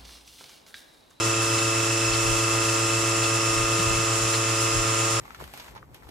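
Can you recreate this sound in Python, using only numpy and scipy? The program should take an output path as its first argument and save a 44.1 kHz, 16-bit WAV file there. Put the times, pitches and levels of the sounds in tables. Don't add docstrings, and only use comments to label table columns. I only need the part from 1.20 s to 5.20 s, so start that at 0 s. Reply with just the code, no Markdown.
import sys
import numpy as np
from scipy import signal
from scipy.fft import rfft, irfft
from scipy.io import wavfile

SR = 44100
rng = np.random.default_rng(int(sys.argv[2]) if len(sys.argv) > 2 else 0)


def bounce(signal):
    frames = np.transpose(np.atleast_2d(signal))
    limited = np.clip(frames, -1, 1)
    pcm = np.round(limited * 32767).astype(np.int16)
    wavfile.write(sys.argv[1], SR, pcm)


N = 176400

SHAFT_HZ, VANES = 28.065, 4
WANDER_TURNS, JITTER_TURNS = 0.0029, 0.0001
MAINS_HUM_HZ, BEAT_PEAK_S = 120.0, 0.079
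SQUEAK_ORDER, CHIRP_ORDER, SQUEAK_FIRST_S = 93, 94.25, 0.029

# order, relative level/dB, balance/dB, left phase lead/rad
PUMP_HARMONICS = [(4, -32, 0, -0.0), (8, -55, -1, 0.0), (11, -50, 0, 0.0), (12, -33, 0, 0.1),
                  (16, -38, 1, -0.0), (20, -38.8, 3, -0.4), (24, -44.7, 0, 0.1), (28, -53, -7, -0.8),
                  (32, -45, -1, 2.5), (35, -49, -15, 2.7), (36, -47, -12, -0.9), (37, -49, -4, 1.6),
                  (40, -49, -4, -0.3), (43, -46, -13, -3.0), (44, -36, 5, 0.4), (45, -42, -4, 3.0),
                  (47, -48, 9, 2.5), (48, -45, -8, -0.4), (49, -40, 1, -0.7), (56, -52, 3, 1.4),
                  (74, -48, 2, 0.1)]
# t/s, third vane harmonic/dB, whine/dB, steady squeak/dB, chirp/dB
SHIFT_GAINS = [(0, .6, -.4, 0, -.5), (.35, .6, -.7, 0, .5), (.75, .6, -2.4, 0, 1), (1.35, 1, .9, 0, .5),
               (1.85, .8, -1.4, -1, -1), (2.3, .7, .6, 1, 0), (2.7, -.3, 1.2, 1, 0),
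               (3, -2.3, -.9, -.5, -8), (3.45, -1.3, .7, 0, -6), (4, -2.9, .7, -5, -9)]
# order, relative level/dB, change per unit shift/dB, balance/dB, left phase lead/rad
SHAFT_WHISTLES = [(181, -47, 1, -8, -1.5), (184, -42, -8, 0, -0.6), (189, -54, 6, -2, -0.1),
                  (192, -41.5, -6, 1, 0.2), (195, -47, -5, -3, 0.3), (197, -53, 4, 1, -1.5),
                  (207, -49, -6, 3, 0.6), (215, -49, -2, -2, -0.9), (224, -49, -3, -4, -1.3),
                  (232, -50, 5, -2, -2.9), (248, -52, 8, -2, -2.4), (250, -44, -1, -11, -2.9),
                  (256, -46, 0, -3, -1.8), (272, -43, -5, -5, -0.5), (276, -50, 4, 1, -2.4)]
# t/s, relative shift
MICROPHONE_SHIFT = [(0, 0.16), (2.6, 0), (3.1, 1), (3.8, 1.5)]
# f/Hz, relative level per line/dB
RATTLE_SPECTRUM = [(200, -70), (400, -63), (700, -81), (900, -60), (1100, -54), (1300, -60), (1450, -69),
                   (1900, -51), (2300, -63), (2650, -52.5), (3000, -69), (4850, -86), (5150, -56),
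                   (5700, -57), (6200, -71), (6800, -58.5), (7150, -66), (7800, -51), (8700, -70),
                   (10200, -68), (11200, -90)]
# f/Hz, relative mid level/dB, relative side level/dB
AIR_SPECTRUM = [(20, -83, -84), (90, -69.5, -97), (161, -72.5, -97), (250, -71.5, -93), (306, -67.5, -92),
                (510, -70.5, -81), (740, -72, -78), (1100, -67, -66.5), (2080, -69.5, -74.5),
                (2365, -70, -69), (2600, -64, -71), (3155, -69, -72.5), (3620, -71, -80),
                (4740, -71.5, -75), (5100, -70.5, -72.5), (6860, -68.5, -68), (7460, -68.5, -66),
                (7930, -73.5, -71), (10370, -75.5, -75), (11670, -91.5, -87), (12000, -82.5, -83.5),
                (13830, -88.5, -87.5), (14200, -113, -121)]
# f/Hz, bandwidth/Hz, level/dB
METAL_MODES = [(3340, 62, -47), (5185, 34, -42.5), (7080, 86, -37), (8400, 10, -48.5), (10320, 14, -50)]
# f/Hz, balance/dB
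NOISE_BALANCE = [(700, -2.5), (1500, -1.2), (7400, -1.6), (9200, 1.5), (10000, 0)]
# f/Hz, relative level/dB
WIND_SPECTRUM = [(10, -22), (26, -1.5), (50, 0), (90, -8.5), (160, -19), (400, -39), (1500, -90)]
# t/s, half-length/s, level/dB
WIND_GUSTS = [(.92, 0.063, -41), (1.107, 0.076, -36), (1.346, 0.047, -47), (2.396, 0.079, -36),
              (2.71, 0.078, -34), (3.03, 0.044, -45), (3.588, 0.063, -34)]
# t/s, level/dB, f/Hz
HANDLING_BUMPS = [(.065, -34, 213), (2.601, -26, 168), (2.675, -25, 90), (2.714, -33, 190),
                  (2.757, -32, 75), (2.795, -29, 155), (3.562, -25, 99), (3.617, -33, 65)]
# t/s, level/dB
VALVE_OPENINGS = [(.39, -30.5), (.944, -28.5), (1.495, -33), (2.045, -31), (2.59, -32), (3.146, -27),
                  (3.685, -33)]
# f/Hz, relative level/dB
VALVE_SPECTRUM = [(900, -1), (2000, 12), (2500, 8), (3600, 10), (4400, 10.5), (5500, 3), (6300, 4),
                  (8300, -3), (11000, -14), (14000, -35)]
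# t/s, half-length/s, level/dB, centre f/Hz
HISS_SURGES = [(1.78, 0.051, -42, 7400), (3.39, .025, -35, 5100), (3.522, 0.02, -34, 5100),
               (3.79, .1, -38, 7100)]


def from_db(db):
    return 10 ** (np.asarray(db) / 20)


def seconds():
    return np.arange(N) / SR


def rms_one(x):
    return x / np.sqrt(np.mean(x ** 2) + 1e-20)


def pan(balance_db):
    return rms_one(from_db(np.array([[balance_db], [-balance_db]]) / 2))


def stereo(mid, side):
    return np.array([mid + side, mid - side])


def in_time(rows):
    times, *columns = np.transpose(rows)
    return [np.interp(seconds(), times, column) for column in columns]


def at_hz(points, hz, column=1):
    points = np.array(points)
    return np.interp(np.log(hz + 1e-6), np.log(points[:, 0]), points[:, column])


def pulse(centre_s, half_s):
    return np.exp(-((seconds() - centre_s) / half_s) ** 2)


def drift(rate_hz):
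    step, settle = 40, 2000
    pole = np.exp(-2 * np.pi * step * rate_hz / SR)
    white = rng.standard_normal(N // step + settle + 2)
    slow = signal.lfilter([1], [1, -2 * pole, pole * pole], white)[settle:]
    return np.interp(np.arange(N) / step, np.arange(len(slow)), rms_one(slow - slow.mean()))


def noise(spectrum, column=1):
    gain = from_db(at_hz(spectrum, np.arange(N // 2 + 1) * SR / N, column))
    return irfft(rfft(rng.standard_normal(N)) * gain, N) * np.sqrt(SR / 2)


def partial(phase, level_db, balance_db, lead_rad):
    phases = phase + np.array([[lead_rad], [-lead_rad]]) / 2
    return np.sqrt(2) * from_db(level_db) * pan(balance_db) * np.cos(phases)


def pump_tones(turns, third_db, whine_db, whine_from_hz=750):
    out = np.zeros((2, N))
    for order, db, balance_db, lead_rad in PUMP_HARMONICS:
        if order * SHAFT_HZ > whine_from_hz:
            gain_db = 0.75 + whine_db + 0.9 * drift(0.31)
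            smear_rad = 6.56
        else:
            gain_db = -0.03 + third_db * (order == 3 * VANES) + 0.18 * drift(2.3)
            smear_rad = 2.6
        phase = 2 * np.pi * order * turns - smear_rad * (order / VANES - 1) ** 2
        out -= partial(phase, db + gain_db, balance_db, lead_rad)
    return out


def whistles(turns, gain_db=-1, sway_db=2.5, waver_rad=0.42):
    out = np.zeros((2, N))
    shift, = in_time(MICROPHONE_SHIFT)
    for order, db, change_db, balance_db, lead_rad in SHAFT_WHISTLES:
        level_db = gain_db + db + change_db * shift + sway_db * drift(2.3)
        phase = 2 * np.pi * (order * turns + rng.random()) + waver_rad * drift(6)
        out += partial(phase, level_db, balance_db, lead_rad)
    return out


def motor_hum(hum_db=-42, slot_hz=1115.2, slot_db=-45):
    t = seconds() - BEAT_PEAK_S
    hum = -from_db(hum_db) * np.cos(2 * np.pi * MAINS_HUM_HZ * t)
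    whine = from_db(slot_db) * pan(2) * np.cos(2 * np.pi * slot_hz * t)
    return np.sqrt(2) * (hum + whine)


def squeak(turns, tone_gain_db, chirp_gain_db, sharpness=1.74, scatter_db=1.2, slip_rad=0.08):
    cycle = turns + (BEAT_PEAK_S - SQUEAK_FIRST_S) * SHAFT_HZ
    angle = 2 * np.pi * (cycle - np.round(cycle))
    tone = np.sqrt(2) * np.sin(SQUEAK_ORDER * angle + 1.53)
    turn_index = np.round(cycle - np.floor(cycle[0])).astype(int)
    strength, slip = rng.standard_normal((turn_index[-1] + 1, 2))[turn_index].T
    swell = np.exp(sharpness * (np.cos(angle) - 1)) * from_db(scatter_db * strength)
    chirp = rms_one(swell * np.sin(CHIRP_ORDER * angle + slip_rad * slip))
    return from_db(tone_gain_db - 38) * pan(2) * tone + from_db(chirp_gain_db - 37.5) * pan(-2) * chirp


def rattle(turns, gain_db=-2.5, uneven_db=1.5, change=0.36, change_hz=2.3, width=0.31):
    size = 8192
    gains = from_db(gain_db + at_hz(RATTLE_SPECTRUM, np.arange(size // 16) * SHAFT_HZ))
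    tone_orders = [int(row[0]) for row in (*PUMP_HARMONICS, *SHAFT_WHISTLES)]
    gains[:VANES] = 0
    gains[tone_orders + [SQUEAK_ORDER, round(CHIRP_ORDER)]] = 0

    def pattern():
        heights = np.sqrt(2) * gains * from_db(uneven_db * rng.standard_normal(len(gains)))
        lines = heights * np.exp(2j * np.pi * rng.random(len(gains)))
        return np.interp(turns % 1 * size, np.arange(size), irfft(lines, size) * size / 2)

    def changing_pattern():
        return pattern() + change * sum(pattern() * drift(change_hz) for _ in range(2))

    side = signal.sosfilt(signal.butter(2, 800, "high", fs=SR, output="sos"), changing_pattern())
    power = (1 + 2 * change ** 2) * (1 + width ** 2)
    return stereo(changing_pattern(), width * side) / np.sqrt(power)


def rushing_air(turns, body_below_hz=5000, gain_db=0.18, flutter_db=1.16):
    rush = stereo(noise(AIR_SPECTRUM), noise(AIR_SPECTRUM, column=2))
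    body = signal.sosfiltfilt(signal.butter(2, body_below_hz, fs=SR, output="sos"), rush)
    throb = 1 + 0.11 * np.cos(2 * np.pi * VANES * turns)
    beat = 1 + 0.026 * np.cos(2 * np.pi * (MAINS_HUM_HZ / SHAFT_HZ - VANES) * turns)
    hiss = (rush - body) * beat * from_db(flutter_db * drift(15))
    return from_db(gain_db) * (body * throb + hiss)


def metal_rings():
    out = np.zeros((2, N))
    for hz, width_hz, db in METAL_MODES:
        radius = np.exp(-np.pi * width_hz / SR)
        feedback = [1, -2 * radius * np.cos(2 * np.pi * hz / SR), radius * radius]
        ring = signal.lfilter([1, 0, -1], feedback, rng.standard_normal((2, N)))
        out += from_db(db) * rms_one(ring)
    return out


def pan_by_frequency(x):
    balance_db = at_hz(NOISE_BALANCE, np.arange(N // 2 + 1) * SR / N)
    return irfft(rfft(x) * from_db(np.array([balance_db, -balance_db]) / 2), N)


def wind(breeze_db=-52):
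    gusts = sum(from_db(db) * pulse(at_s, half_s) for at_s, half_s, db in WIND_GUSTS)
    rumble = rms_one(np.array([noise(WIND_SPECTRUM), noise(WIND_SPECTRUM)]))
    return (from_db(breeze_db) + gusts) * pan(8) * rumble


def handling_bumps(half_s=0.0076):
    t = seconds()
    return pan(2) * sum(from_db(db) * pulse(at_s, half_s) * np.sin(2 * np.pi * hz * (t - at_s))
                        for at_s, db, hz in HANDLING_BUMPS)


def pulsator(attack_s=0.014, decay_s=0.017):
    envelope = 0
    for at_s, db in VALVE_OPENINGS:
        age = seconds() - at_s
        envelope += from_db(db) * np.exp(-np.where(age < 0, (age / attack_s) ** 2, age / decay_s))
    return envelope * rms_one(stereo(noise(VALVE_SPECTRUM), 0.28 * noise(VALVE_SPECTRUM)))


def high_hiss(width_hz=230):
    out = np.zeros((2, N))
    for at_s, half_s, db, hz in HISS_SURGES:
        band = signal.butter(2, [hz - width_hz / 2, hz + width_hz / 2], "band", fs=SR, output="sos")
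        hiss = rms_one(signal.sosfilt(band, rng.standard_normal((2, N))))
        out += from_db(db) * pulse(at_s, half_s) * hiss
    return out


def scene():
    turns = SHAFT_HZ * (seconds() - BEAT_PEAK_S) + WANDER_TURNS * drift(0.53) + JITTER_TURNS * drift(23)
    third_db, whine_db, squeak_db, chirp_db = in_time(SHIFT_GAINS)
    tones = pump_tones(turns, third_db, whine_db) + whistles(turns) + motor_hum()
    tones += squeak(turns, squeak_db, chirp_db)
    pump_noise = pan_by_frequency(rattle(turns) + rushing_air(turns) + metal_rings())
    return tones + pump_noise + wind() + handling_bumps() + pulsator() + high_hiss()


def record(dry, low_hz=18, high_hz=13900):
    x = signal.sosfilt(signal.butter(2, low_hz, "high", fs=SR, output="sos"), dry)
    return signal.sosfilt(signal.ellip(10, .1, 80, high_hz, fs=SR, output="sos"), x)


dry = scene()
out = record(dry)
bounce(out)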